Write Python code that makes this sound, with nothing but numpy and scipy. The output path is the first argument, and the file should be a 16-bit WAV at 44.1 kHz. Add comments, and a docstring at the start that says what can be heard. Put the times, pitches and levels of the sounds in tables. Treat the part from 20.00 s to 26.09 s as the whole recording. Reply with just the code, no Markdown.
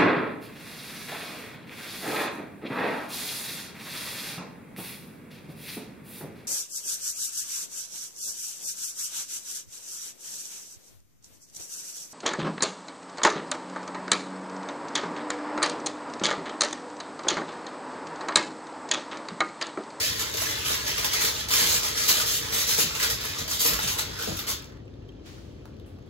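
"""Crimping foil over a pan

Hands press a sheet of aluminium foil over a pan on a stove and crimp it round the rim, then let go.
Squeezes and slides are dense runs of random buckles; creases snap, facets ping, nudges ring damped pan modes.
After the hands let go come dry ticks and a soft swish, over creeping crackle and room hum.
Random echoes place the foil in a kitchen; two microphone ports share part of the sound."""
import sys
import numpy as np
from scipy import signal
from scipy.fft import rfft, irfft, next_fast_len
from scipy.io import wavfile
from scipy.ndimage import uniform_filter1d

SR = 44100
rng = np.random.default_rng(int(sys.argv[2]) if len(sys.argv) > 2 else 0)


def output_pcm(signal):
    """Save a mono or channel-first signal as 16-bit PCM at the path in sys.argv[1].

    Samples are clipped to [-1, 1] before scaling.
    """
    pcm = np.clip(np.atleast_2d(signal).T, -1, 1) * 32767
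    wavfile.write(sys.argv[1], SR, np.round(pcm).astype(np.int16))


N = 268569
T = np.arange(N) / SR

# Levels are source levels, ahead of filters, room and ports.
# Low hum of the room: freq_hz, density_db (per Hz)
HUM_SPECTRUM = [(15, -42), (25, -15.5), (48, -1), (112, -0.5), (181, -10.5), (293, -7.5), (515, -15.5),
                (604, -18), (879, -28.5), (1280, -32.5), (1390, -33.5), (2300, -38), (3180, -36.5),
                (5420, -41), (15000, -69)]
# Kitchen decay: freq_hz, t60_s
KITCHEN_DECAY = [(200, 0.22), (1500, 0.27), (4500, 0.35), (9000, 0.13), (15000, 0.2)]
# Two microphone ports: freq_hz, likeness (0-1), left_lead_rad
PORT_LIKENESS = [(100, .97, 0), (380, .6, -.4), (630, .75, -2), (850, .15, -2), (1050, .25, .4),
                 (1230, .5, .1), (1550, .15, 0), (1900, .4, -2.1), (2750, .33, -1.8), (3300, .47, -.7),
                 (3800, .42, .4), (4500, .4, 1), (4700, .2, 1.9), (4950, .45, 2.9), (5600, .42, 3),
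                 (6000, .1, 2.4), (6150, .18, 0), (6650, .32, .4), (7100, .45, 1.9), (8100, .83, 2.65),
                 (9300, .998, 3.14), (10300, .85, 3.8), (12200, .8, 5.3), (13200, .99, 6.28),
                 (16000, .97, 6.35)]
# Level difference of the ports: freq_hz, left_minus_right_db
PORT_BALANCE = [(60, 2.5), (180, 2.5), (430, 6), (800, -2), (2000, -0.9), (5000, 0), (16000, 0.5)]
# Soft rubbing: freq_hz, density_db (per Hz)
SWISH_SPECTRUM = [(200, 2), (800, -10), (2000, -7), (4500, -6), (7000, -11), (10000, -29)]
# Faint noise, setting in abruptly and fading: start_s, level_db, t60_s
NOISE_STEPS = [(5.258, -56, 1), (5.657, -67, .3), (5.86, -60, 0.48), (6.06, -70, .4)]
# Spectrum of that noise: freq_hz, density_db (per Hz)
STEP_SPECTRUM = [(300, -4), (1500, 6), (6000, -10), (9000, -4), (15000, -8)]
# Crackle of creeping foil: freq_hz, density_db (per Hz)
CREEP_SPECTRUM = [(300, -15.5), (1200, -3), (3300, 4), (5000, -10.5), (7000, -11.5), (10000, -25.5)]
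# Dry clicks of foil settling against the rim: start_s, level_db, centre_hz
RIM_TICKS = [(4.6232, -41, 11000), (4.644, -39, 6300), (4.6569, -44, 6300), (4.674, -50, 3500),
             (4.692, -51, 4400), (4.722, -50, 3400), (4.772, -54, 3500), (5.086, -55, 3100),
             (5.6555, -38.5, 1100), (5.677, -56, 1810), (5.767, -55, 3800), (5.7985, -49.5, 3500),
             (5.987, -54, 1200)]
# Single facets, under the fingers and then settling: start_s, level_db, pitch_hz, ping_re_level_db
FACET_PINGS = [(0.298, -31, 6740, -5), (0.469, -21, 1690, -3.5), (1.417, -29, 7660, -16),
               (1.566, -17.5, 5600, 0), (2.2, -24, 1430, -1), (3.513, -25, 6550, -1),
               (3.791, -21, 1440, 1.5), (3.971, -24, 970, -4), (4.392, -23, 3680, -6.5),
               (4.855, -60, 7550, -3), (4.879, -46.5, 2700, -1), (4.939, -48, 3620, -7),
               (5.024, -55, 2800, -3), (5.091, -45, 3170, 2), (5.122, -49, 2730, -6),
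               (5.383, -40, 1400, -4), (5.656, -37, 900, -8), (5.742, -50, 4200, -8),
               (5.7982, -48, 3500, -2), (5.988, -49, 1190, -6), (6.024, -56, 6630, -5)]
# Hands nudging the pan: start_s, level_db (before pan's gain), focus_hz (modes near it answer most)
PAN_NUDGES = [(0.344, -30, 375), (0.702, -28.5, 463), (0.985, -31, 463), (1.241, -28, 460),
              (1.619, -31, 190), (1.755, -32.5, 121), (2.108, -29, 385), (2.421, -46.5, 90),
              (2.538, -35, 300), (2.785, -23, 460), (2.84, -29, 201), (3.129, -34, 90.6), (3.413, -31, 85),
              (3.651, -26, 402), (3.69, -31.5, 190), (3.725, -32, 60), (3.73, -34.5, 320), (3.84, -30, 140),
              (3.876, -34, 90), (4.099, -31, 90), (4.239, -36, 109.6), (4.274, -24.5, 520),
              (4.282, -27, 191), (4.302, -28.5, 130), (4.309, -29.5, 481), (4.324, -34, 99),
              (4.345, -37, 110)]
# Modes of the covered pan: nominal_hz (detuned per nudge), level_db (before focus), t60_s
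PAN_MODES = [(55, -4, 0.26), (91.9, -8, .22), (126, -3, 0.13), (172.3, -7, 0.29), (210, -5, 0.16),
             (310.3, -5.5, 0.25), (402, -7.5, 0.11), (460, 4.5, 0.066), (610, -0.5, 0.11), (730, -7, 0.08)]
# Dull contact of a push: freq_hz, density_db (per Hz)
THUD_SPECTRUM = [(50, 1.5), (150, -7), (450, -2.5), (720, 0), (1000, -20), (2000, -27), (6000, -43)]
# Air under the foil: centre_hz, width_hz, lift_db
AIR_RESONANCES = [(458, 60, 8.5), (636, 48, 8.5), (872, 55, 8), (1050, 90, 5.5), (1249, 99, 6),
                  (1430, 55, 4), (1700, 130, 2), (2035, 110, 3)]
# Strongest creases: start_s, level_db, crack_re_level_db
CREASE_SNAPS = [(0.153, -27.5, -2), (0.338, -17.5, -10), (0.3699, -16, -4), (0.418, -12.5, 9.5),
                (0.5794, -20.5, -4), (0.8716, -14.5, -13), (0.9789, -13, -7), (1.0442, -8, -14),
                (1.1331, -9.5, -9), (1.208, -12.5, -9), (1.2489, -11, 0.5), (1.485, -14, -2),
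                (1.507, -11.5, 3), (1.537, -11, 13), (1.698, -13.5, 5), (2.0878, -8.5, -7),
                (2.1123, -13, -6), (2.2003, -15.5, -4), (2.274, -15, -4), (2.526, -17, 2.5),
                (2.692, -12.5, 8), (2.7887, -10.5, -1), (2.9509, -14.5, -3.5), (2.995, -19.5, -3),
                (3.0275, -9.5, -10), (3.1006, -13, 3), (3.2073, -20.5, -3), (3.2365, -19.5, -4),
                (3.2516, -20, 4), (3.2897, -20.5, 1), (3.405, -24, -1), (3.4775, -18, -5),
                (3.511, -12, -13), (3.603, -11.5, -3), (3.735, -15.5, 11), (3.79, -15.5, 9.5),
                (3.877, -11, -6), (3.9902, -18, 4.5), (4.2247, -17.5, 0), (4.3297, -27.5, 0),
                (4.3702, -27, -6), (4.391, -17, 5)]
# A tight crease: freq_hz, density_db (per Hz)
CREASE_SPECTRUM = [(60, -31.5), (340, -4.5), (800, -6.5), (2000, -0.5), (3600, 4.5), (5500, 5.5), (8000, 2),
                   (12000, 0.5), (16000, -3.5)]
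# The open sheet: freq_hz, density_db (per Hz)
FOIL_SPECTRUM = [(60, -37.5), (200, -12), (340, -8.5), (470, -4.5), (720, -14.5), (950, -10), (1250, -8.5),
                 (2000, -2.5), (2800, -2.7), (3250, 0.5), (4200, -0.4), (5400, 0.5), (7000, 1), (9000, 0.5),
                 (12000, -3), (16000, -10)]
# Hands sliding over the sheet, level before crinkle's gain: time_s, level_db
SLIDE_LEVEL = [(0.0, -34), (0.3, -38), (0.6, -36.5), (0.82, -38), (1.32, -37.5), (1.41, -38.5),
               (1.44, -42.5), (1.475, -46.5), (1.6, -35), (1.93, -36), (2.38, -38), (2.44, -37.5),
               (2.51, -37.5), (2.6, -39.5), (2.92, -37), (3.12, -40), (3.18, -41), (3.29, -38.5),
               (3.46, -43), (3.56, -37.5), (3.9, -39.5), (4.1, -44), (4.16, -44.5), (4.23, -44),
               (4.5, -47.5), (4.64, -57.5), (4.78, -72.5)]
# Finger squeezes, level before crinkle's gain: start_s, length_s (to release), level_db,
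# crisp_db (before treble weight), flex_db (before low-mid weight),
# first_band_hz, second_band_hz, tilt_db (added to the first band, taken from the second)
FINGER_SQUEEZES = [(-0.02, 0.1, -29, -4.5, -9, 2410, 4320, 1.5),
                   (0.182, 0.035, -30.5, -0.5, -5.5, 2810, 4040, 3.5),
                   (0.363, 0.15, -36, 1, -1, 1700, 1150, 4.5), (0.639, 0.11, -31, -3, 2.5, 4750, 1530, 1.5),
                   (0.852, 0.062, -31, -7, -3, 2720, 3690, 5),
                   (0.953, 0.11, -33.5, -8, -4.5, 2270, 3560, 6),
                   (1.11, 0.12, -31, -7.5, -4, 2270, 3080, 6.5), (1.199, 0.087, -30, 1, -3, 1835, 2900, 2),
                   (1.347, 0.06, -32.5, -9, -11, 2560, 4400, 2.5),
                   (1.502, 0.115, -26, 0, -4.5, 5800, 2600, -1),
                   (1.615, 0.155, -28.5, 0, -2.5, 3200, 4040, 1.5),
                   (1.819, 0.053, -30, -2.5, -4, 2010, 1480, 1.5),
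                   (1.955, 0.11, -30, -2.5, -6, 4500, 3370, 3),
                   (2.075, 0.023, -20.5, 1.5, -6.5, 4430, 3300, 2.5),
                   (2.133, 0.085, -30, -0.5, 1.5, 1400, 2340, 6),
                   (2.251, 0.12, -29.5, 0.5, -14.5, 4700, 1400, -2),
                   (2.518, 0.11, -28.5, -0.5, -5.5, 1890, 1310, 3),
                   (2.663, 0.08, -26.5, -1.5, -12, 5650, 3300, 2),
                   (2.769, 0.046, -25, 2.5, -8.5, 5000, 3600, 0.5),
                   (2.988, 0.072, -29, -3.5, -0.5, 1835, 1410, -0.5),
                   (3.085, 0.034, -32.5, 2.5, -6, 5000, 2980, 4),
                   (3.23, 0.026, -41.5, 8.5, 1.5, 1730, 3080, 10),
                   (3.338, 0.016, -40.5, -8, 15.5, 1200, 2500, 11),
                   (3.371, 0.024, -35, -1, 1, 4040, 2980, 6), (3.488, 0.075, -34.5, 3, -14, 3690, 2070, 4),
                   (3.588, 0.035, -27, 4, -13, 6570, 2980, 0), (3.633, 0.045, -26, 4, 2.5, 1200, 1635, 3),
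                   (3.702, 0.043, -34, 4, 1.5, 1890, 4700, 5), (3.809, 0.034, -32.5, 0, -1, 3580, 4850, 4),
                   (3.861, 0.076, -33, -1, -4.5, 2810, 4565, 3),
                   (3.973, 0.023, -30.5, 2.5, 4, 3470, 1890, 4.5),
                   (4.179, 0.077, -36.5, -4, 3.5, 1440, 2040, 7),
                   (4.261, 0.076, -40, -4, -1.5, 1310, 1835, 3.5),
                   (4.354, 0.014, -40, 6, -9.5, 3470, 2490, 5),
                   (4.465, 0.044, -30.5, 0.5, -3, 1350, 1850, 2)]
# Reach of crispness and of sheet flexing: freq_hz, weight
TREBLE_WEIGHT = [(5000, 0.0071), (12000, 0.85)]
LOW_MID_WEIGHT = [(1500, 0.67), (3600, 0.058)]

HUM_DB = -43
LOW_CUT_HZ, EDGE_HZ = 47, 15850
SWISH_S, SWISH_DB, SWISH_RISE_DB_PER_S, SWISH_FALL_DB_PER_S = 5.268, -48.5, 552, 57
SNAP_FADE_S = 0.02  # to 1/e
ATTACK_S, RELEASE_S = 0.016, 0.028  # release to 1/e amplitude
SLIDE_CRISP_DB, SLIDE_FLEX_DB = -6, 2  # before weights; duller than most squeezes
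# Duller still as the touch gets lighter than usual; slopes are dB of tone per dB of level
SLIDE_USUAL_DB, CRISP_PER_DB, FLEX_PER_DB = -36, 0.3, -0.73
BAND_OCTAVES = 0.17  # half-width to 1/e of a squeeze's two tone bands


def amp(db):
    """Decibels to gain."""
    return 10 ** (np.asarray(db) / 20)


def unit(x):
    """Scale to rms 1."""
    return x / np.sqrt(np.mean(x ** 2) + 1e-20)


def read(table, hz, axis=1):
    """Interpolate one table column on a log-frequency axis."""
    columns = np.transpose(table)
    return np.interp(np.log(hz + 1), np.log(columns[0] + 1), columns[axis])


def add(mix, start_s, sound):
    """Add a sound to both channels at a time."""
    part = mix[:, max(round(start_s * SR), 0):][:, :sound.shape[-1]]
    part += sound[..., :part.shape[1]]


def colour(x, spectrum):
    """Filter by a spectrum, keeping the power of white input."""
    size = next_fast_len(x.shape[-1] + 4096)
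    gain = unit(amp(read(spectrum, np.fft.rfftfreq(size, 1 / SR))))
    return irfft(rfft(x, size) * gain, size)[..., :x.shape[-1]]


def burst(spectrum, decay_s):
    """0.1 s of coloured noise decaying exponentially from about rms 1."""
    fade = np.exp(-T[:SR // 10] / decay_s)
    noise = colour(rng.standard_normal((2, len(fade))), spectrum) * fade
    return noise * np.linalg.norm(fade) / np.linalg.norm(noise, axis=1, keepdims=True)


def hum():
    """Low, steady room noise: white noise shaped by the hum spectrum."""
    return amp(HUM_DB) * colour(rng.standard_normal((2, N)), HUM_SPECTRUM)


def reflections(echoes_per_s=3000, gap_s=0.003):
    """Sparse random-sign echoes from stove and walls, each band dying at its own speed."""
    t = T[:SR * 3 // 4]
    signs = rng.choice([-1., 1.], (2, len(t)))
    present = rng.random((2, len(t))) < echoes_per_s / SR
    taps = signs * present * (t > gap_s)
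    hz, frame_s, bands = signal.stft(taps, SR, nperseg=256)
    decay_db = -60 * frame_s / read(KITCHEN_DECAY, hz)[:, None]
    tail = signal.istft(bands * amp(decay_db), SR, nperseg=256)[1]
    return tail / np.linalg.norm(tail, axis=1, keepdims=True)


def kitchen(x, wet_db=-2.5, count=10):
    """Sound leaves from changing places round the rim, each with its own echoes."""
    place = rng.integers(0, count, N // 512 + 1).repeat(512)[:N]
    wet = np.zeros((2, N))
    for k in range(count):
        wet += signal.fftconvolve(x * (place == k), reflections(), axes=1)[:, :N]
    return x + amp(wet_db) * wet


def ports(x):
    """Two close microphone ports share part of the sound, with a phase and level difference."""
    size = next_fast_len(N + 4096)
    hz = np.fft.rfftfreq(size, 1 / SR)
    left, other = rfft(x, size)
    same = np.clip(read(PORT_LIKENESS, hz, axis=1), 0, 1)
    lag = np.exp(-1j * read(PORT_LIKENESS, hz, axis=2))
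    right = (same * left + np.sqrt(1 - same ** 2) * other) * lag
    lean = amp(read(PORT_BALANCE, hz) / 2)
    return irfft(np.array([left * lean, right / lean]), size)[:, :N]


def noise_steps():
    """Faint coloured noise that sets in abruptly and fades linearly in dB."""
    level = np.zeros((2, N))
    for start_s, level_db, t60_s in NOISE_STEPS:
        add(level, start_s, amp(level_db - 60 * T[:SR] / t60_s))
    return level * colour(rng.standard_normal((2, N)), STEP_SPECTRUM)


def swish():
    """Soft swish as the arms draw back: coloured noise rising, then falling, linearly in dB."""
    rise_db = SWISH_RISE_DB_PER_S * (SWISH_S - T)
    fall_db = SWISH_FALL_DB_PER_S * (T - SWISH_S)
    level_db = SWISH_DB - np.maximum(rise_db, fall_db)
    return amp(level_db) * colour(rng.standard_normal((2, N)), SWISH_SPECTRUM)


def facet(ring_s, ring_db, crack_s, count=3):
    """One foil patch flipping: a noise crack and short random modes, phases and noise drawn per channel."""
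    t = np.arange(768) / SR
    hz = rng.uniform(np.sqrt(550), np.sqrt(16000), (count, 1)) ** 2  # denser at low pitch
    phase_turns = rng.random((2, count, 1))
    modes = np.sin(2 * np.pi * (hz * t + phase_turns)).sum(1) * np.exp(-t / ring_s)
    crack = rng.standard_normal((2, len(t))) * np.exp(-t / crack_s)
    return unit(unit(crack) + amp(ring_db) * unit(modes)) / np.sqrt(len(t))


def buckles(per_s, spread_db, count=22):
    """Random buckles of scattered sizes on fresh facets; expected power 1 whatever the rate."""
    chance = np.clip(per_s / SR, 1e-4, 1)
    size = unit(amp(spread_db * np.minimum(rng.exponential(1, len(chance)), 4.5)))
    clicks = size * (rng.random(len(chance)) < chance) / np.sqrt(chance)
    which = rng.integers(0, count, len(chance)) == np.arange(count)[:, None]
    shapes = np.array([facet(ring_s=0.0045, ring_db=-3, crack_s=0.0008) for _ in range(count)])
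    return signal.fftconvolve((clicks * which)[:, None], shapes, axes=2).sum(0)


def crumple(per_s, spread_db, size=4096):
    """Folding keeps making new facets: buckle pitches are redrawn every block."""
    out = np.zeros((2, N))
    for at in range(0, N, size):
        add(out, at / SR, buckles(per_s[at:at + size], spread_db))
    return out


def relaxing(level_db=-73, per_s=70, spread_db=1.5):
    """Bent foil creeps in faint, scattered buckles at a constant mean rate throughout."""
    return amp(level_db) * colour(crumple(np.full(N, per_s), spread_db), CREEP_SPECTRUM)


def ticks(decay_s=0.0014, below_db=-14, above_db=-11, top_db=-26):
    """Foil settles against the rim: short noise clicks, each a wide band round its own pitch."""
    out = np.zeros((2, N))
    for start_s, level_db, hz in RIM_TICKS:
        above_hz = min(hz * 1.7, SR / 2 - 1)
        band = [(hz / 2, below_db), (hz, 0), (above_hz, above_db), (SR / 2, top_db)]
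        add(out, start_s, amp(level_db) * burst(band, decay_s))
    return out


def pings(ring_s=0.0045, click_db=-11, click_s=0.002, skirt_db=-12):
    """Single facets flip with a short decaying sine and a noise click coloured round its pitch."""
    out, t = np.zeros((2, N)), T[:SR // 10]
    for start_s, level_db, hz, ping_db in FACET_PINGS:
        ping = np.exp(-t / ring_s) * np.sin(2 * np.pi * (hz * t + rng.random((2, 1))))
        band = [(hz / 2, skirt_db), (hz, 0), (hz * 2, skirt_db), (SR / 2, 2 * skirt_db)]
        click = burst(band, click_s)
        add(out, start_s, amp(level_db + ping_db) * ping + amp(level_db + click_db) * click)
    return out


def pan(gain_db=1.0, focus_db_per_octave=8, detune=0.04, attack_s=0.0012, thud_db=-10, thud_s=0.012):
    """A push thuds and starts the damped pan modes together; where it lands sets which answer."""
    out, t = np.zeros((2, N)), T[:SR // 3]
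    hz, mode_db, t60_s = np.transpose(PAN_MODES)[:, :, None]
    rise = 1 - np.exp(-t / attack_s)
    for start_s, level_db, focus_hz in PAN_NUDGES:
        turns = hz * (1 + detune * rng.standard_normal(hz.shape)) * t
        share = amp(mode_db - focus_db_per_octave * abs(np.log2(hz / focus_hz)))
        share = share / np.linalg.norm(share)
        ring = (share * amp(-60 * t / t60_s) * np.exp(2j * np.pi * turns)).sum(0)
        knock = np.array([ring.imag, ring.real])  # channels a quarter turn apart
        add(knock, 0, amp(thud_db) * burst(THUD_SPECTRUM, thud_s))
        add(out, start_s, amp(level_db + gain_db) * knock * rise)
    return out


def hollow(x):
    """Air under the foil: broad resonances of the covered pan lift their bands."""
    size = next_fast_len(N + 4096)
    hz = np.fft.rfftfreq(size, 1 / SR)
    lift_db = sum(db / (1 + (2 * (hz - centre_hz) / width_hz) ** 2)
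                  for centre_hz, width_hz, db in AIR_RESONANCES)
    return irfft(rfft(x, size) * amp(lift_db), size)[:, :N]


def snaps(run_db=-13, per_s=5000):
    """A crease lets go with one crack and a dying run of buckles, in the crease's bright colour."""
    out, t = np.zeros((2, N)), T[:SR // 8]
    for start_s, level_db, crack_db in CREASE_SNAPS:
        crack = facet(ring_s=0.0033, ring_db=5.5, crack_s=0.00047)
        add(out, start_s, amp(level_db + crack_db) * crack)
        run = buckles(np.full(len(t), per_s), spread_db=-0.3, count=14)[:, :len(t)]
        add(out, start_s, amp(level_db + run_db) * np.exp(-t / SNAP_FADE_S) * run)
    return colour(out, CREASE_SPECTRUM)


def squeeze(t, start_s, length_s):
    """Power of one squeeze: linear amplitude attack, hold, exponential release."""
    rise = np.clip((t - start_s) / ATTACK_S, 0, 1)
    release = np.exp(-np.clip(t - start_s - length_s, 0, 1) / RELEASE_S)
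    return (rise * release) ** 2


def tone_band(hz, centre_hz):
    """Bell-shaped band on an octave axis."""
    return np.exp(-(np.log2((hz[:, None] + 1) / centre_hz) / BAND_OCTAVES) ** 2)


def hands(t, hz):
    """Effort over time and its tone in dB per pitch, averaged over touches by their power."""
    top = read(TREBLE_WEIGHT, hz)[:, None]
    low = read(LOW_MID_WEIGHT, hz)[:, None]
    slide_db = np.interp(t, *np.transpose(SLIDE_LEVEL), right=-120)
    re_usual_db = np.maximum(slide_db, SLIDE_LEVEL[-1][1]) - SLIDE_USUAL_DB
    slide_crisp_db = SLIDE_CRISP_DB + CRISP_PER_DB * re_usual_db
    slide_flex_db = SLIDE_FLEX_DB + FLEX_PER_DB * re_usual_db
    power = amp(slide_db) ** 2
    tone = power * (top * slide_crisp_db + low * slide_flex_db)
    for (start_s, length_s, level_db, crisp_db, flex_db,
         first_band_hz, second_band_hz, tilt_db) in FINGER_SQUEEZES:
        press = amp(level_db) ** 2 * squeeze(t, start_s, length_s)
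        # each squeeze's tone, tilted between two bands
        tilt = tilt_db * (tone_band(hz, first_band_hz) - tone_band(hz, second_band_hz))
        power = power + press
        tone = tone + press * (top * crisp_db + low * flex_db + tilt)
    return np.sqrt(power), tone / power


def crinkle(gain_db=3.0, per_s=1300, idle_per_s=550, drift_db=1.2):
    """Harder squeezes buckle more facets, louder; each touch shapes the spectrum its own way."""
    hz, frame_s, _ = signal.stft(T, SR, nperseg=256)
    effort, tone_db = hands(frame_s, hz)
    effort = np.interp(T, frame_s, effort)
    grain = crumple(idle_per_s + per_s * effort / effort.mean(), spread_db=0.5)
    bands = signal.stft(colour(grain, FOIL_SPECTRUM) * effort, SR, nperseg=256)[2]
    # resonances come and go as the sheet changes shape
    drift = uniform_filter1d(rng.standard_normal(bands.shape[1:]), size=3, axis=0)
    drift = unit(uniform_filter1d(drift, size=16, axis=1))
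    shaped = bands * amp(tone_db + drift_db * drift)
    return amp(gain_db) * signal.istft(shaped, SR, nperseg=256)[1][:, :N]


def scene():
    """Foil and pan in the kitchen, over its hum; echoes on buckles, snaps and ticks only."""
    foil = hollow(crinkle() + snaps() + relaxing()) + ticks()
    return ports(kitchen(foil) + pings() + pan() + hum()) + swish() + noise_steps()


def record(dry):
    """Microphone low cut, then a steep linear-phase band limit."""
    low_cut = signal.butter(4, LOW_CUT_HZ, "highpass", fs=SR, output="sos")
    dry = signal.sosfilt(low_cut, dry)
    band_limit = signal.firwin(511, EDGE_HZ, window=("kaiser", 9), fs=SR)
    return signal.oaconvolve(dry, band_limit[None], "same")


dry = scene()
out = record(dry)
output_pcm(out)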